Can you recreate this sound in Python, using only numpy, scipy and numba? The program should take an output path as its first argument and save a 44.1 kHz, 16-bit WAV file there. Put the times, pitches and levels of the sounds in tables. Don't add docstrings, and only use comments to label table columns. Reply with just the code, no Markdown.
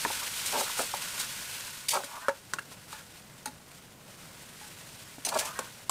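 import sys
import numpy as np
from scipy import signal
from scipy.fft import rfft
from scipy.io import wavfile
from scipy.ndimage import uniform_filter1d, map_coordinates
from numba import njit

SR = 44100
rng = np.random.default_rng(int(sys.argv[2]) if len(sys.argv) > 2 else 0)


def wav_record(signal):
    frames = np.transpose(np.atleast_2d(signal))
    bounded = np.clip(frames, -1, 1)
    quanta = np.round(bounded * 32767).astype(np.int16)
    wavfile.write(sys.argv[1], SR, quanta)


N = 260190
T = np.arange(N) / SR
RING = T[:SR // 3]

# (t/s, level/dB before flares and trim)
FRYING_TREND = [(0.0, -36), (0.64, -36), (0.9, -39), (1.56, -40.5), (1.69, -43), (1.89, -47), (2.19, -48.5),
                (2.35, -55.5), (2.87, -54.5), (3.43, -57), (4.03, -58), (4.75, -50), (5.29, -52),
                (5.44, -45.5), (5.72, -50.5), (5.9, -54.5)]
# (t/s, length/s, boost/dB)
FRYING_FLARES = [(0.474, 0.13, 2.5), (0.745, 0.14, 2), (1.5, 0.15, 1), (1.998, 0.096, 1.5),
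                 (2.67, 0.082, 7), (2.866, 0.19, 7.5), (3.106, 0.11, 5.5), (3.657, 0.3, 4.5),
                 (4.04, 0.65, 3.5), (4.58, 0.1, 3), (4.982, 0.059, 3.5)]
# (f/Hz, level/dB)
FIZZ_SPECTRUM = [(290, -29), (500, -7.5), (750, -12.5), (950, -3.5), (1220, -9), (1450, 1.5), (1700, -3.5),
                 (2600, 0.5), (3700, -1), (6700, -3), (8700, -1.5), (10500, -5.5), (15000, -9.5),
                 (16000, -27)]
BUBBLE_SPECTRUM = [(200, 3), (450, -8), (950, 6), (1450, 5.5), (2100, 7), (4000, -47), (9000, -32),
                   (16000, -31)]
RUMBLE_SPECTRUM = [(20, -15), (45, -12), (80, -4), (135, 1.5), (200, -2.5), (320, -8.5), (600, -9),
                   (1200, -15.5), (4000, -28.5)]
EDGE_SPECTRUM = [(300, -14), (1500, -15), (2000, -0.5), (2600, 0.5), (4500, 1), (8500, 2.5), (11000, -3.5),
                 (15500, -10)]
# (f/Hz, level/dB)
BOTTOM_SPECTRUM = [(100, -6.0), (380, -1.5), (600, 3.5), (1450, 1.0), (2200, -2.5), (8000, -11)]
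# (f/Hz, relative level/dB, t60/s), before each contact's scaling
POT_MODES = [(262, -0.5, 0.098), (316.6, -7, 0.079), (415, 8.5, 0.031), (556.7, -3, 0.13), (635.5, -2, 0.1),
             (733, -2.5, 0.047), (851, -6, 0.15), (922, -1.5, 0.11), (1166, -3, 0.11), (1270, 3.5, 0.017),
             (1427, 3, 0.055), (1580, -2, 0.055), (1683, -1, 0.11), (2312, 3, 0.053)]
# (f/Hz, relative level/dB, t60/s), before each contact's scaling
BLADE_MODES = [(2620, -9, 0.05), (2770, -5, 0.05), (3235, -9, 0.047), (3820, -4.5, 0.05),
               (4080, -2.5, 0.05), (4450, -2.5, 0.049), (4855, -1, 0.034), (5960, -2.5, 0.038),
               (6400, -1, 0.035), (7700, -13, 0.03), (8600, -1.5, 0.038), (9420, 3.5, 0.04),
               (10540, -5, 0.03), (12050, 3, 0.035)]
# (t/s, clack f/Hz, clack level/dB, leading pot mode f/Hz, pot ring level/dB,
# tick f/Hz, tick level/dB, blade ring level/dB, ring length factor [-], rebound share [0-1])
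KNOCK_EVENTS = [(0.05, 1745, -19, 957, -15, 2000, -52, -50, 0.39, 0.7),
                (0.059, 395, -25, 320.6, -33, 3000, -50, -55, 1.4, 0.3),
                (0.071, 290, -28, 200, -34, 3000, -56, -60, 0.6, 0.3),
                (.101, 920, -22.5, 903, -23, 3000, -46, -55, .5, 0.33),
                (.697, 1050, -28, 952, -35, 3000, -46, -55, 0.72, 0.04),
                (.793, 1370, -21.5, 514, -17, 8600, -32, -53, 0.65, 0.6),
                (.801, 700, -25, 763, -23, 3000, -50, -55, 1.5, 0),
                (.939, 956, -18, 954, -32, 7900, -42, -53, 1.1, 0),
                (.9412, 820, -26, 570, -37, 3000, -50, -55, 1.2, 0.2),
                (2.036, 1540, -29.5, 567, -38, 3900, -42, -53, 1.2, 0.2),
                (2.042, 1490, -42, 268, -41, 11000, -37, -45, 0.57, 0),
                (2.2833, 1340, -12, 555, -16.5, 3900, -30.5, -36, 0.8, 0.27),
                (2.293, 1650, -20.5, 923, -30, 7500, -40, -44, 0.9, 0.1),
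                (2.5356, 1490, -18, 1100, -25.5, 7500, -26, -30.5, 0.61, 0.04),
                (2.559, 1500, -41, 333, -35, 4500, -54, -56, 0.89, .4),
                (2.5855, 1500, -32, 1404, -27, 2850, -42, -20, 0.5, 0),
                (2.591, 1640, -28, 1635, -33, 9000, -41, -43, 0.35, 0),
                (2.715, 1090, -43, 1022, -37, 4500, -51, -58, 0.98, 0.4),
                (2.928, 1260, -30.5, 860, -34, 3870, -38, -43, 0.75, 0),
                (3.458, 1430, -31, 848, -28.5, 11000, -37, -35, 0.83, 0.2),
                (3.472, 1880, -36, 255, -40.5, 7000, -47, -50, 1.7, 0.1),
                (3.48, 1380, -40, 830, -43, 5000, -51, -42, 0.5, 0),
                (4.612, 1300, -48, 840, -41.5, 8530, -52, -62, 1.5, 0.1),
                (5.182, 705, -37, 269, -36, 3020, -62, -65, 0.42, 0),
                (5.269, 640, -28.5, 767, -27.5, 4500, -52, -54, 1.2, 0.35),
                (5.285, 1280, -43, 605, -35, 5200, -41, -39, 0.85, .3),
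                (5.362, 715, -26, 630, -23, 3000, -50, -55, 0.85, .25),
                (5.392, 1740, -40, 717, -32, 10100, -26, -42, 0.69, 0),
                (5.590, 1130, -21, 519, -20, 7700, -27, -44, 0.69, 0.25),
                (5.5915, 2300, -29.5, 1150, -40, 2800, -50, -40, 0.36, 0),
                (5.895, 1030, -17, 960, -28, 7700, -21.5, -42, 1, 0)]
# (t/s, rise/s, t60/s, level/dB, leading blade mode f/Hz,
# blade ring level against the rasp/dB)
SKID_EVENTS = [(0.46, 0.00074, 0.12, -26.5, 8640, -4), (.586, 0.0042, 0.31, -29, 3880, -6),
               (0.759, 0.024, 0.35, -33, 8900, -5), (1.183, 0.021, 0.21, -32, 3800, -8),
               (1.884, 0.001, 0.14, -23.5, 4870, -2), (1.903, 0.004, 0.4, -31.5, 7720, -5),
               (2.041, 0.002, 0.05, -37.5, 3950, 4), (2.928, 0.002, 0.12, -48, 3800, -3),
               (3.456, 0.0023, 0.09, -35, 9420, 2), (5.249, 0.0011, 0.14, -27, 5900, 2.5),
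               (5.279, 0.012, 0.059, -32, 4450, -4), (5.31, 0.063, 0.093, -34.5, 4450, -8),
               (5.385, 0.0055, 0.27, -33.5, 4450, -10), (5.446, 0.006, 0.2, -40.5, 5950, -6)]
# (t/s, level/dB, scrape resonance f/Hz)
DRAG_PATHS = [
    [(.205, -54, 1000), (.23, -40, 1120), (.26, -54, 1250)],
    [(.515, -54, 900), (.54, -32, 700), (.558, -29, 854), (.585, -35, 620), (.612, -30.5, 760),
     (.635, -42, 480), (.65, -54, 450)],
    [(.635, -50, 1150), (.68, -40.5, 1400), (.71, -53, 1550)],
    [(.76, -54, 1300), (.787, -41, 650), (.81, -38, 620), (.85, -52, 550)],
    [(.98, -54, 1163), (1.06, -47.5, 1353), (1.13, -53, 1530)],
    [(1.14, -51, 1102), (1.215, -45, 1356), (1.265, -53, 1500)],
    [(1.918, -48, 1030), (1.938, -30, 987), (1.972, -27.5, 844), (1.99, -38, 715), (2.008, -40, 680),
     (2.03, -53, 650)],
    [(2.07, -54, 878), (2.135, -45, 1003), (2.172, -40, 1040), (2.203, -50.5, 1144), (2.25, -42, 1410),
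     (2.28, -51, 1600)],
    [(2.93, -54, 1503), (2.95, -45, 1890), (2.975, -61, 1810), (3.003, -50, 1500), (3.02, -60, 1500)],
    [(4.06, -66, 750), (4.095, -54, 680), (4.12, -66, 600)],
    [(5.25, -49, 800), (5.3, -42.5, 650), (5.312, -41, 802), (5.328, -32.5, 897), (5.35, -33.5, 900),
     (5.37, -26, 753), (5.385, -41, 690), (5.405, -41.5, 750), (5.45, -42, 900), (5.495, -42, 1153),
     (5.545, -49.5, 1295), (5.58, -42, 1543), (5.62, -46.5, 1304), (5.7, -56, 1400)],
    [(5.396, -52, 1597), (5.408, -37, 1736), (5.44, -45.5, 2110), (5.485, -49, 2330)],
]

FLARE_RISE_S, SIZZLE_TRIM_DB = 0.057, 0.55
RUMBLE_DB = -54.5
DIP_S, DIP_WIDTH_S, DIP_DB = 2.14, 0.23, -8
BLADE_SPLIT = 0.022
SKID_RING_SHARE = 0.53
DRAG_RING_SHARE = 0.56
BEND_POWER = 0.204
EVEN_DRAG_DB, PRESS_RANGE_DB = -35.5, 6
WIDEN_OCT = 0.52
DRAG_EVEN_S = 0.0253
TICK_T60_S, TICK_RISE_S = 0.033, 0.0016
REBOUND_S, REBOUND_PITCH = 0.00837, 0.59
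TOP_HZ = 15550


def undb(db):
    return 10 ** (np.asarray(db) / 20)


def unit(x):
    return x / np.sqrt(np.mean(x ** 2))


def fade(t, t60):
    return np.exp(-np.log(1000) * t / t60)


def add(track, s, sound):
    i = max(int(s * SR), 0)
    track[i:i + len(sound)] += sound[:max(N - i, 0)]


def colour(x, points):
    hz, db = np.transpose(points)
    f = np.maximum(np.fft.rfftfreq(len(x), 1 / SR), 1)
    gain = undb(np.interp(np.log(f), np.log(hz), db))
    return unit(np.fft.irfft(rfft(x) * gain, len(x)))


def walk(rate):
    knots = rng.standard_normal(4096)
    return np.interp(T * rate, np.arange(len(knots)), knots)


def pops(rate, spread_db):
    hit = rng.random(N) < rate / SR
    size = undb(spread_db * np.clip(rng.standard_normal(N), -2, 2))
    return unit(hit * size * np.sign(rng.standard_normal(N)))


def ring(modes, weights=1):
    hz, db, t60 = np.transpose(modes)
    gains = weights * undb(db) * (-1) ** np.arange(len(hz))
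    swings = np.sin(2 * np.pi * hz[:, None] * RING)
    return gains @ (swings * fade(RING, t60[:, None]))


def resonate(x, response):
    return signal.fftconvolve(x, response / np.sqrt(np.sum(response ** 2)))[:N]


@njit
def band(x, hz, q):
    y, b, l = np.empty(len(x)), 0., 0.
    for i in range(len(x)):
        g = np.tan(np.pi * hz[i] / SR)
        v = (b + g * (x[i] - l)) / (1 + g * (g + 1 / q[i]))
        b, l, y[i] = 2 * v - b, l + 2 * g * v, v / q[i]
    return y


def rumble():
    dip_db = DIP_DB * np.exp(-((T - DIP_S) / DIP_WIDTH_S) ** 2)
    noise = colour(rng.standard_normal(N), RUMBLE_SPECTRUM)
    return noise * undb(RUMBLE_DB + dip_db + 0.88 * walk(5.22))


def reverberate(x, t60=0.2, wet_db=-15):
    echoes = rng.standard_normal(len(RING)) * fade(RING, t60) * (RING > .004)
    return x + undb(wet_db) * resonate(x, echoes)


def frying_db():
    level_db = np.interp(T, *np.transpose(FRYING_TREND))
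    for s, length, boost_db in FRYING_FLARES:
        level_db = level_db + np.interp(T - s, [0, FLARE_RISE_S, length], [0, boost_db, 0])
    return level_db


def sizzle(bubble_db=-30.5, bubble_follow=0.58, calm_dulling=0.043):
    fizz_db = frying_db()
    surge = walk(40)
    spits = pops(rate=90, spread_db=2.5) * undb(-14.5 - 0.06 * fizz_db)
    fizz = colour(pops(rate=28000, spread_db=2) + spits, FIZZ_SPECTRUM)
    high_pass = signal.butter(2, 10000, "high", fs=SR, output="sos")
    fizz_top = signal.sosfiltfilt(high_pass, fizz)
    dulling = undb(calm_dulling * (fizz_db - fizz_db.max()))
    fizz = fizz + fizz_top * (dulling - 1)
    bursts = pops(rate=1800, spread_db=9.5)
    in_pot = undb(-20.5) * resonate(bursts, ring(POT_MODES))
    bubbles = colour(bursts + in_pot, BUBBLE_SPECTRUM)
    fizz_level = undb(fizz_db + SIZZLE_TRIM_DB + 0.85 * surge + 1.55 * walk(120))
    bubble_level = undb(bubble_db + bubble_follow * fizz_db + 2.3 * surge)
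    return fizz * fizz_level + bubbles * bubble_level


def edge_grit():
    return colour(pops(rate=11000, spread_db=5), EDGE_SPECTRUM)


def blade_ring(length, weights):
    hz, db, t60 = np.transpose(BLADE_MODES)
    detunes = 1 + BLADE_SPLIT * rng.uniform(-1.1, 1, size=(3, len(hz)))
    rings = []
    for k, detune in enumerate(detunes):
        modes = np.c_[hz * detune, db, t60 * length]
        rings.append((-1) ** k * ring(modes, weights))
    return sum(rings) / np.sqrt(len(rings))


def skids(judder_db=3, lead_boost=2.5, waver=0.014):
    out = np.zeros(N)
    rasp = undb(judder_db * walk(200)) * edge_grit()
    blade_hz = np.transpose(BLADE_MODES)[0]
    shifting = np.cumsum(1 + waver * walk(60))
    for s, rise, t60, db, lead_hz, blade_db in SKID_EVENTS:
        swell = np.clip((T - s) / rise, 0, 1) * fade(np.maximum(T - s - rise, 0), t60)
        octaves = np.log2(blade_hz / lead_hz)
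        weights = 1 + lead_boost * np.exp(-(octaves / 0.099) ** 2)
        steady_blade = resonate(rasp, blade_ring(SKID_RING_SHARE, weights))
        blade = np.interp(shifting, np.arange(N), steady_blade)
        add(out, 0, undb(db) * swell * unit(rasp + undb(blade_db) * unit(blade)))
    return out


def scrapes(q=1.97, pot_db=-6, judder_db=2.5):
    out = np.zeros(N)
    slips = pops(rate=1500, spread_db=4.5) * undb(judder_db * walk(130))
    pressed_pot = ring(np.array(POT_MODES) * [1, 1, DRAG_RING_SHARE])
    shaken = slips + undb(pot_db) * resonate(slips, pressed_pot)
    body = colour(shaken, BOTTOM_SPECTRUM)
    for path in DRAG_PATHS:
        times, levels, centres = np.transpose(path)
        t = np.arange(times[0], times[-1], 1 / SR)
        db, hz = np.interp(t, times, levels), np.interp(t, times, centres)
        press = np.tanh((db - EVEN_DRAG_DB) / PRESS_RANGE_DB)
        position = times[0] * SR + np.cumsum((hz / hz[0]) ** BEND_POWER)
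        bent = map_coordinates(body, [position], order=1)
        rub = band(bent, hz, q * 2 ** (-WIDEN_OCT * press))
        force = np.sqrt(uniform_filter1d(rub ** 2, int(DRAG_EVEN_S * SR)))
        add(out, times[0], undb(db) * rub / force)
    return out


def clack(hz, t60=0.016):
    swing = 2 * np.pi * hz * RING
    partials = np.sin(swing) - 0.29 * np.sin(1.32 * swing) - 0.36 * np.sin(0.694 * swing)
    return partials * fade(RING, t60)


def knocks(tick_q=5, spill=0.11):
    out, grit = np.zeros(N), edge_grit()
    mode_hz, blade_hz = np.transpose(POT_MODES)[0], np.transpose(BLADE_MODES)[0]
    for (s, clack_hz, clack_db, lead_hz, ring_db,
         tick_hz, tick_db, blade_db, length, rebound) in KNOCK_EVENTS:
        octaves = np.log2(mode_hz / lead_hz)
        detune = 2 ** -octaves[np.argmin(np.abs(octaves))]
        weights = spill + np.exp(-(octaves / 0.093) ** 2)
        pot = ring(np.array(POT_MODES) * [detune, 1, length], weights)
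        pot = pot * (1 - fade(RING, 0.0048))
        chatter = grit[rng.integers(N - len(RING)):][:len(RING)]
        centre, sharpness = np.full(len(RING), float(tick_hz)), np.full(len(RING), float(tick_q))
        chatter = unit(chatter + 1.1 * band(chatter, centre, sharpness))
        blade = blade_ring(length, 1 / (1 + (blade_hz / tick_hz) ** 10))
        tick = undb(tick_db) * chatter * fade(RING, TICK_T60_S) + undb(blade_db) * blade
        tick = tick * (1 - fade(RING, TICK_RISE_S))
        add(out, s, undb(clack_db) * clack(clack_hz) + undb(ring_db) * pot + tick)
        fall_back = rebound * undb(clack_db) * clack(REBOUND_PITCH * clack_hz)
        add(out, s + REBOUND_S, fall_back)
    return out


def scene():
    sources = sizzle() + skids() + scrapes() + knocks()
    return (reverberate(sources) + rumble())[None]


def record(dry):
    low_pass = signal.ellip(10, .2, 80, TOP_HZ, fs=SR, output="sos")
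    return signal.sosfilt(low_pass, dry)


dry = scene()
out = record(dry)
wav_record(out)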